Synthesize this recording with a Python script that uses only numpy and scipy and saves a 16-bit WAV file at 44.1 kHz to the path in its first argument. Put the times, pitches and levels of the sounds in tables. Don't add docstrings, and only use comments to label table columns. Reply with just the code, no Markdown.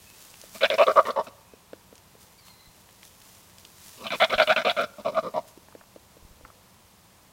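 import sys
import numpy as np
from scipy import signal
from scipy.io import wavfile
from scipy.ndimage import uniform_filter1d

SR = 44100
rng = np.random.default_rng(int(sys.argv[2]) if len(sys.argv) > 2 else 0)


def dump(signal):
    limited = np.clip(np.atleast_2d(signal).T, -1, 1)
    pcm = np.round(limited * 32767).astype(np.int16)
    wavfile.write(sys.argv[1], SR, pcm)


N = 322812

# frequency_hz, gain_db
NOSE_TONE = [(780, -35), (900, -9), (1010, -2), (1130, -14), (1400, -12), (1530, 0), (1700, -15),
             (1880, -7), (2880, -10), (3100, -1), (3270, -6), (3470, 2), (3750, -7.5), (4130, -7.5),
             (4450, -21), (6000, -45)]


def amp(db):
    return 10 ** (np.asarray(db) / 20)


def unit(x):
    return x / np.sqrt(np.mean(x ** 2) + 1e-20)


def peaked(x, db):
    return amp(db) * x / abs(x).max()


def read(points, hz):
    row_hz, value = np.transpose(points)
    return np.interp(np.log(hz + 1), np.log(row_hz + 1), value)


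def add(mix, start_s, sound):
    part = mix[max(round(start_s * SR), 0):][:len(sound)]
    part += sound[:len(part)]


def colour(x, points):
    log_gain = np.log(amp(read(points, abs(np.fft.fftfreq(4096, 1 / SR)))))
    taps = np.fft.ifft(np.exp(np.conj(signal.hilbert(log_gain)))).real
    return signal.fftconvolve(x, taps[:len(taps) // 2])[:len(x)]


def resonate(x, hz, width_hz, order=2):
    turn = np.exp(2j * np.pi * np.cumsum(hz * np.ones(len(x))) / SR)
    fade = np.exp(-np.pi * width_hz / SR)
    shifted = x / turn
    for _ in range(order):
        shifted = signal.lfilter([1 - fade], [1, -fade], shifted)
    return 2 * (turn * shifted).real


def wander(samples):
    return unit(uniform_filter1d(rng.standard_normal(N), size=samples))


def burst(decay_s, crumble=0.2, count=2000):
    click = crumble * rng.standard_normal(count) * np.exp(-np.arange(count) / SR / decay_s)
    click[0] += 1
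    return click


def air():
    # frequency_hz, gain_db
    hush_tone = [(15, -41.5), (25, -17.5), (90, -3.5), (150, -8.5), (190, -10), (284, -14.5), (400, -14.5),
                 (480, -14), (812, -14.5), (981, -12), (1430, -20), (4100, -22.5), (15800, -28)]
    # time_s, strength_db
    nudges = [(2.68, -49), (4.359, -35), (6.229, -45.5), (6.254, -43), (6.313, -43.5), (6.441, -46)]
    hush = amp(-57) * unit(colour(rng.standard_normal(N), hush_tone))
    gusts = amp(2.4 * wander(6000))
    breeze = amp(-74.5) * unit(resonate(rng.standard_normal(N), hz=73, width_hz=70) * gusts)
    drone = amp(-69) * unit(resonate(rng.standard_normal(N), hz=188, width_hz=30))
    out = hush + breeze + drone
    age = np.arange(3000) / SR / 0.0037
    bump = age * (2 - age) * np.exp(-age)
    for time_s, db in nudges:
        add(out, time_s - .004, peaked(bump, db + .5))
    return out


def far_notes():
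    # start_s, length_s, pitch_hz, level_db
    notes = [(0, 0.2, 2590, -62), (1.407, 0.21, 2510, -68), (6.3, 0.42, 511, -67)]
    out = np.zeros(N)
    for start_s, length_s, hz, db in notes:
        note = unit(resonate(rng.standard_normal(SR), hz, 0.08 * hz, order=3))[:round(length_s * SR)]
        add(out, start_s, amp(db) * note * np.sin(np.linspace(0, np.pi, len(note))))
    return out


def straw_rustle():
    # time_s, level_db
    shuffle = [(0, -55), (.4, -52.5), (.95, -48.5), (1.17, -61), (1.55, -65.5), (3.0, -59.5), (3.76, -60),
               (4.0, -56), (4.5, -49), (4.65, -58), (5.15, -58.5), (5.65, -63), (7.32, -66)]
    # peak_s, level_db, decay_s
    steps = [(.19, -52, 0.16), (0.555, -44.5, 0.047), (0.795, -56, 0.079), (1.073, -47.5, .04),
             (1.243, -51.5, 0.024), (2.218, -54, 0.059), (2.472, -50.5, 0.039), (2.77, -59.5, 0.071),
             (3.049, -53, 0.065), (3.29, -52.5, 0.2), (3.608, -55.5, 0.042), (3.86, -48.5, 0.29),
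             (4.169, -44, 0.045), (4.417, -52, 0.068), (4.708, -48, .05), (4.812, -43, 0.011),
             (5.482, -48, 0.019)]
    # frequency_hz, gain_db
    straw_tone = [(300, -6), (1000, -6), (2500, -3.5), (4000, -2), (6500, -1), (9000, -3), (15500, -5.5)]
    t = np.arange(N) / SR
    power = amp(np.interp(t, *np.transpose(shuffle))) ** 2
    for peak_s, db, decay_s in steps:
        away_s = np.maximum((peak_s - t) / 0.41, t - peak_s)
        press = np.exp(-np.minimum(away_s / decay_s, 20))
        power += (amp(db) * press) ** 2
    cracks = rng.standard_normal(N) * (rng.random(N) < 2500 / SR)
    cracks *= amp(3.17 * np.minimum(rng.exponential(1, N), 4))
    return unit(colour(unit(cracks) + rng.standard_normal(N), straw_tone)) * np.sqrt(power)


def straw_snaps():
    # start_s, peak_db, pitch_hz
    snaps = [(.341, -33.5, 2900), (.415, -31, 5900), (1.955, -36, 5030), (1.98, -38, 4930),
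             (2.483, -37, 2600), (2.89, -41, 2380), (3.031, -34, 3600), (3.052, -35, 5670),
             (3.217, -39, 3900), (3.584, -34.5, 5060), (3.651, -30.5, 4570), (5.685, -41, 975),
             (5.725, -41, 1070), (5.811, -40, 900), (6.45, -33, 1000), (6.502, -38, 900)]
    out = np.zeros(N)
    for start_s, db, hz in snaps:
        crack = burst(decay_s=0.0018)
        splinters = 0.14 * rng.standard_normal(len(crack)) * (rng.random(len(crack)) < 130 / SR)
        add(out, start_s, peaked(resonate(crack + splinters, hz, hz * 1.5, order=3), db))
    return out


def tongue_flaps():
    # start_s, pop_peak_db, base_pitch_hz
    flaps = [(0.437, -40, 517), (1.536, -38, 417), (1.732, -28.5, 468), (1.927, -38.5, 440),
             (2.152, -44, 438), (5.575, -38.5, 313), (5.751, -33, 467), (5.961, -34.5, 483),
             (6.168, -41.5, 477), (6.41, -43.5, 487)]
    out, t = np.zeros(N), np.arange(2000) / SR
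    for start_s, db, hz in flaps:
        pop = np.sin(2 * np.pi * hz * 1.056 * t) * t * np.exp(-t / 0.0016)
        ring = np.sin(2 * np.pi * hz * 0.685 * t) * t * np.exp(-t / 0.0032)
        click = resonate(burst(decay_s=0.0021), hz=1200, width_hz=1800)
        add(out, start_s, peaked(pop, db) + peaked(ring, db - 11.5) + peaked(click, db - 9.5))
    return out


def vocal_folds(count, rate_hz=300, jitter=.33, spread_db=4, puff_s=0.0042, growl_hz=115, growl_db=1):
    gaps, sizes = rng.standard_normal((2, 120))
    slap_s = np.cumsum(np.exp(jitter * gaps)) / rate_hz
    size_db = spread_db * sizes + growl_db * np.sin(2 * np.pi * (growl_hz * slap_s + rng.random()))
    at, slaps = (slap_s * SR).astype(int), np.zeros(count)
    slaps[at[at < count]] = amp(size_db[at < count])
    puffs = signal.lfilter([1], [1, -np.exp(-1 / (puff_s * SR))], slaps) * rng.standard_normal(count)
    return unit(slaps), unit(puffs)


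def vowel(time_s):
    # time_s, second_ring_hz, third_ring_hz, second_ring_db, treble_db
    vowels = [(.56, 1130, 2360, -3.5, -4), (.62, 1450, 2360, -4.5, -4.5), (.74, 1490, 2160, -19, -8),
              (.80, 1112, 2460, -8, -11), (.89, 1198, 2130, -2, -17.5), (.99, 1148, 2080, 2.5, -20.5),
              (1.09, 1090, 1920, 1.5, -9), (1.19, 956, 1770, -0.5, -20), (1.28, 1143, 2514, -5, -7),
              (4.0, 1030, 2600, 0.5, -11), (4.11, 1280, 2310, -2, 1.5), (4.23, 1345, 2115, -6, -5.5),
              (4.32, 1280, 2200, -1, -6), (4.41, 1433, 2280, -3.5, -6), (4.51, 1357, 2340, -2, -7),
              (4.6, 1420, 2220, 2, -2), (4.68, 1310, 2340, -7.5, -7.5), (4.8, 1360, 2260, -0.5, -9),
              (5.03, 1066, 2400, -10.5, -18.5), (5.191, 1210, 2240, -2, -20), (5.38, 963, 2060, -5, -24.5)]
    times, *columns = np.transpose(vowels)
    return [np.interp(time_s, times, column) for column in columns]


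def steady(x, share):
    power = abs(uniform_filter1d(unit(x) ** 2, size=400)) + 1e-4
    return x / power ** (share / 2)


def lip_hiss(puffs, drops_per_s=90, drop_s=.003):
    # frequency_hz, gain_db
    hiss_tone = [(2500, -51.5), (3900, 2.5), (4500, -6.5), (5000, 1), (5700, -2.5), (6400, -14),
                 (8000, -17), (12000, -38.5)]
    drops = rng.random(len(puffs)) < drops_per_s / SR
    sputter = 1 + 2.2 * signal.lfilter([1], [1, -np.exp(-1 / (drop_s * SR))], drops)
    return colour(puffs * sputter, hiss_tone)


def smack(db, hz, decay_s):
    spray = burst(decay_s, crumble=.7)
    return peaked(resonate(spray, hz, width_hz=2400, order=6) + 0.51 * colour(spray, NOSE_TONE), db)


def throb(start, crest, end, db, swell_db, first_hz, opening):
    # start_s, chest_level_db, nose_above_treble_db
    bleat_tones = [(.5, -48.5, -8.5), (3.9, -43.5, -2)]
    # frequency_hz, gain_db
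    throat_tone = [(310, -3), (400, 3), (480, -1.5), (560, -.5), (740, 0), (840, -7.5), (930, 5.5),
                   (1040, -3), (1145, 5.5), (1230, 1.5), (1500, 4.5), (1720, 4.5), (1900, 9.5)]
    # frequency_hz, gain_db
    tongue_tone = [(400, -24), (980, 4.5), (1250, 8), (1850, -2.5), (2400, -11), (3000, 11), (3400, -11),
                   (4300, -24), (5500, -32)]
    t = start + np.arange(-900, 5400) / SR
    second_hz, third_hz, second_db, treble_db = vowel((start + end) / 2)
    _, chest_db, nose_db = [row for row in bleat_tones if row[0] < start][-1]
    effort_db = db + 24
    high_db = db + treble_db
    treble_share, dulling_db = 0.38, 4

    gate = amp(np.interp(t, [start - .0033, start, end, end + .022], [-16.5, 0, 0, -35], -100, -100))
    fall_db = 5.5 + 0.34 * swell_db
    arch_db = np.interp(t, np.maximum.accumulate([start, crest, end]), [-swell_db, 0, -fall_db])
    progress = np.clip((t - start) / (end - start), 0, 1) - .5
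    mouth = 1 + opening * progress
    push, gentle_push = amp(arch_db), amp(0.41 * arch_db)
    bright = amp(treble_share * arch_db - dulling_db * progress)

    slaps, puffs = vocal_folds(len(t))
    voiced = colour(slaps + 0.38 * puffs, throat_tone)
    hoarse = .4 * slaps + puffs
    first_ring = steady(resonate(voiced, first_hz * mouth, width_hz=258, order=4), 1.0) * push
    second_ring = steady(resonate(voiced, second_hz * mouth, width_hz=450, order=4), 0.44) * push
    third_ring = steady(resonate(hoarse, third_hz, width_hz=1450, order=6), 0.25) * bright
    chest = resonate(voiced, hz=209, width_hz=192, order=4) * gentle_push
    nose = steady(colour(hoarse, NOSE_TONE), 0.24) * bright
    tongue_air = steady(colour(puffs, tongue_tone), 0.32) * bright
    hiss = lip_hiss(puffs) * gentle_push
    parts = [(first_ring, db), (second_ring, db + second_db), (third_ring, high_db - 0.9),
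             (chest, min(chest_db, db - 5)),
             (nose, high_db + nose_db), (tongue_air, high_db - 5.5),
             (hiss, -43 + 0.43 * effort_db + 0.46 * treble_db)]
    filled = np.sqrt((end - start) * SR / len(t))
    sound = filled * sum(amp(part_db) * unit(part * gate) for part, part_db in parts)

    parting_db = high_db - treble_share * swell_db + 3.5
    add(sound, start - t[0], smack(parting_db, hz=2780, decay_s=.003))
    spit_db = -26.5 + 0.8 * (effort_db + treble_db)
    spit_hz = 4685 * (1 + .07 * rng.standard_normal())
    add(sound, end - .006 - t[0], smack(spit_db, spit_hz, decay_s=.005))
    return t[0], sound


def bleats():
    # start_s, crest_s, end_s, level_db, swell_db, first_ring_hz,
    # opening (the share by which the moving mouth raises the two lower rings)
    throbs = [ (0.549, 0.555, .570, -46.5, 8, 587, 0.17), (0.61, 0.637, .662, -22, 24.5, 600, 0.21),
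              (.703, 0.763, .750, -25, -4, 570, -0.072), (.783, 0.811, .838, -16.5, 12.5, 632, 0.089),
              (.867, 0.881, .918, -21.5, 12, 560, 0.14), (0.959, 0.99, 1.006, -18, 13, 597, 0.041),
              (1.052, 1.105, 1.113, -32, 14.5, 550, 0.11), (1.163, 1.181, 1.212, -26.5, 6, 583, 0.06),
              (1.268, 1.27, 1.288, -45, 3, 574, -0.53), (3.979, 4.04, 4.040, -49, 13, 500, .07),
              (4.041, 4.061, 4.085, -41.5, 17, 686, -0.13), (4.105, 4.13, 4.158, -34.5, 21, 630, -0.47),
              (4.203, 4.224, 4.25, -19.5, 16, 684, 0.095), (4.298, 4.34, 4.355, -28, 21.5, 589, 0.18),
              (4.382, 4.412, 4.434, -20.5, 10.5, 660, -0.031), (4.475, 4.515, 4.532, -21.5, 14, 671, 0.26),
              (4.564, 4.634, 4.622, -30.5, -9, 654, 0.036), (4.65, 4.671, 4.717, -23.5, 8, 641, 0.24),
              (4.767, 4.79, 4.848, -28, 11.5, 590, -0.011), (4.984, 4.986, 5.012, -42, 11, 617, -0.084),
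              (5.049, 5.063, 5.106, -27.5, 16, 612, -0.11), (5.121, 5.135, 5.143, -43.5, 7, 570, 0.13),
              (5.147, 5.183, 5.2, -25.5, 20, 659, 0.0079), (5.229, 5.272, 5.293, -35, 10, 526, -0.043),
              (5.34, 5.381, 5.394, -28, 9.5, 650, -0.023)]
    # start_s, peak_db, pitch_hz, decay_s
    smacks = [(.6325, -15, 3380, 0.0036), (0.6443, -10, 3280, 0.0018), (0.6523, -15, 3080, 0.0013),
              (0.7013, -11.5, 2940, 0.002), (0.741, -25, 5080, 0.003), (0.8681, -21.5, 3430, 0.0035),
              (1.105, -29, 4060, .0054), (4.066, -24, 2820, 0.011), (4.24, -14, 3220, 0.0064),
              (4.339, -18, 3200, 0.011), (4.383, -14, 2830, 0.0022), (4.423, -17.5, 3740, 0.0082),
              (4.474, -17.5, 2630, 0.0023), (4.562, -14.5, 2720, 0.0083), (4.696, -11.5, 3470, 0.0078)]
    out = np.zeros(N)
    for row in throbs:
        add(out, *throb(*row))
    for start_s, db, hz, decay_s in smacks:
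        add(out, start_s, smack(db, hz, decay_s))
    return out


def bird():
    # time_s, base_pitch_hz, level_db
    call = [(2.37, 2330, -77), (2.395, 2320, -55), (2.43, 2084, -63.5), (2.52, 2080, -60),
            (2.58, 2043, -56), (2.66, 2020, -60.5), (2.78, 2090, -78)]
    t = np.arange(N) / SR
    times, hz, db = np.transpose(call)
    waver, flicker = wander(60), wander(700)
    phase = 2 * np.pi * np.cumsum(np.interp(t, times, hz) * (1 + .028 * waver)) / SR
    level = amp(np.interp(t, times, db, left=-140, right=-140) + 3.6 * flicker)
    return level * (np.sin(2 * phase) + 0.42 * np.sin(phase))


def pen_echo(x, near_db=-15, far_db=-26.5):
    # frequency_hz, fade_s
    fade_times = [(200, 1), (600, 0.82), (1200, 0.89), (3000, 0.66), (8000, 0.51)]
    t = np.arange(SR) / SR
    bounces = rng.choice([-1., 1.], SR) * (rng.random(SR) < 2000 / SR)
    near = bounces * (t > .003) * np.exp(-t / 0.0063)
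    hz, times, bands = signal.stft(bounces * (t > .02), SR, nperseg=256)
    fade = amp(-60 * times / read(fade_times, hz)[:, None])
    far = signal.istft(bands * fade, SR, nperseg=256)[1][:SR]
    echo = amp(near_db) * near / np.linalg.norm(near) + amp(far_db) * far / np.linalg.norm(far)
    return x + signal.fftconvolve(x, echo)[:N]


def scene():
    sources = bleats() + tongue_flaps() + straw_rustle() + straw_snaps() + bird()
    return (pen_echo(sources) + far_notes() + air())[None]


def record(dry):
    treble_cut = signal.firwin(511, cutoff=15950, window=("kaiser", 9), fs=SR)
    return signal.oaconvolve(dry, treble_cut[None], "same")


dry = scene()
out = record(dry)
dump(out)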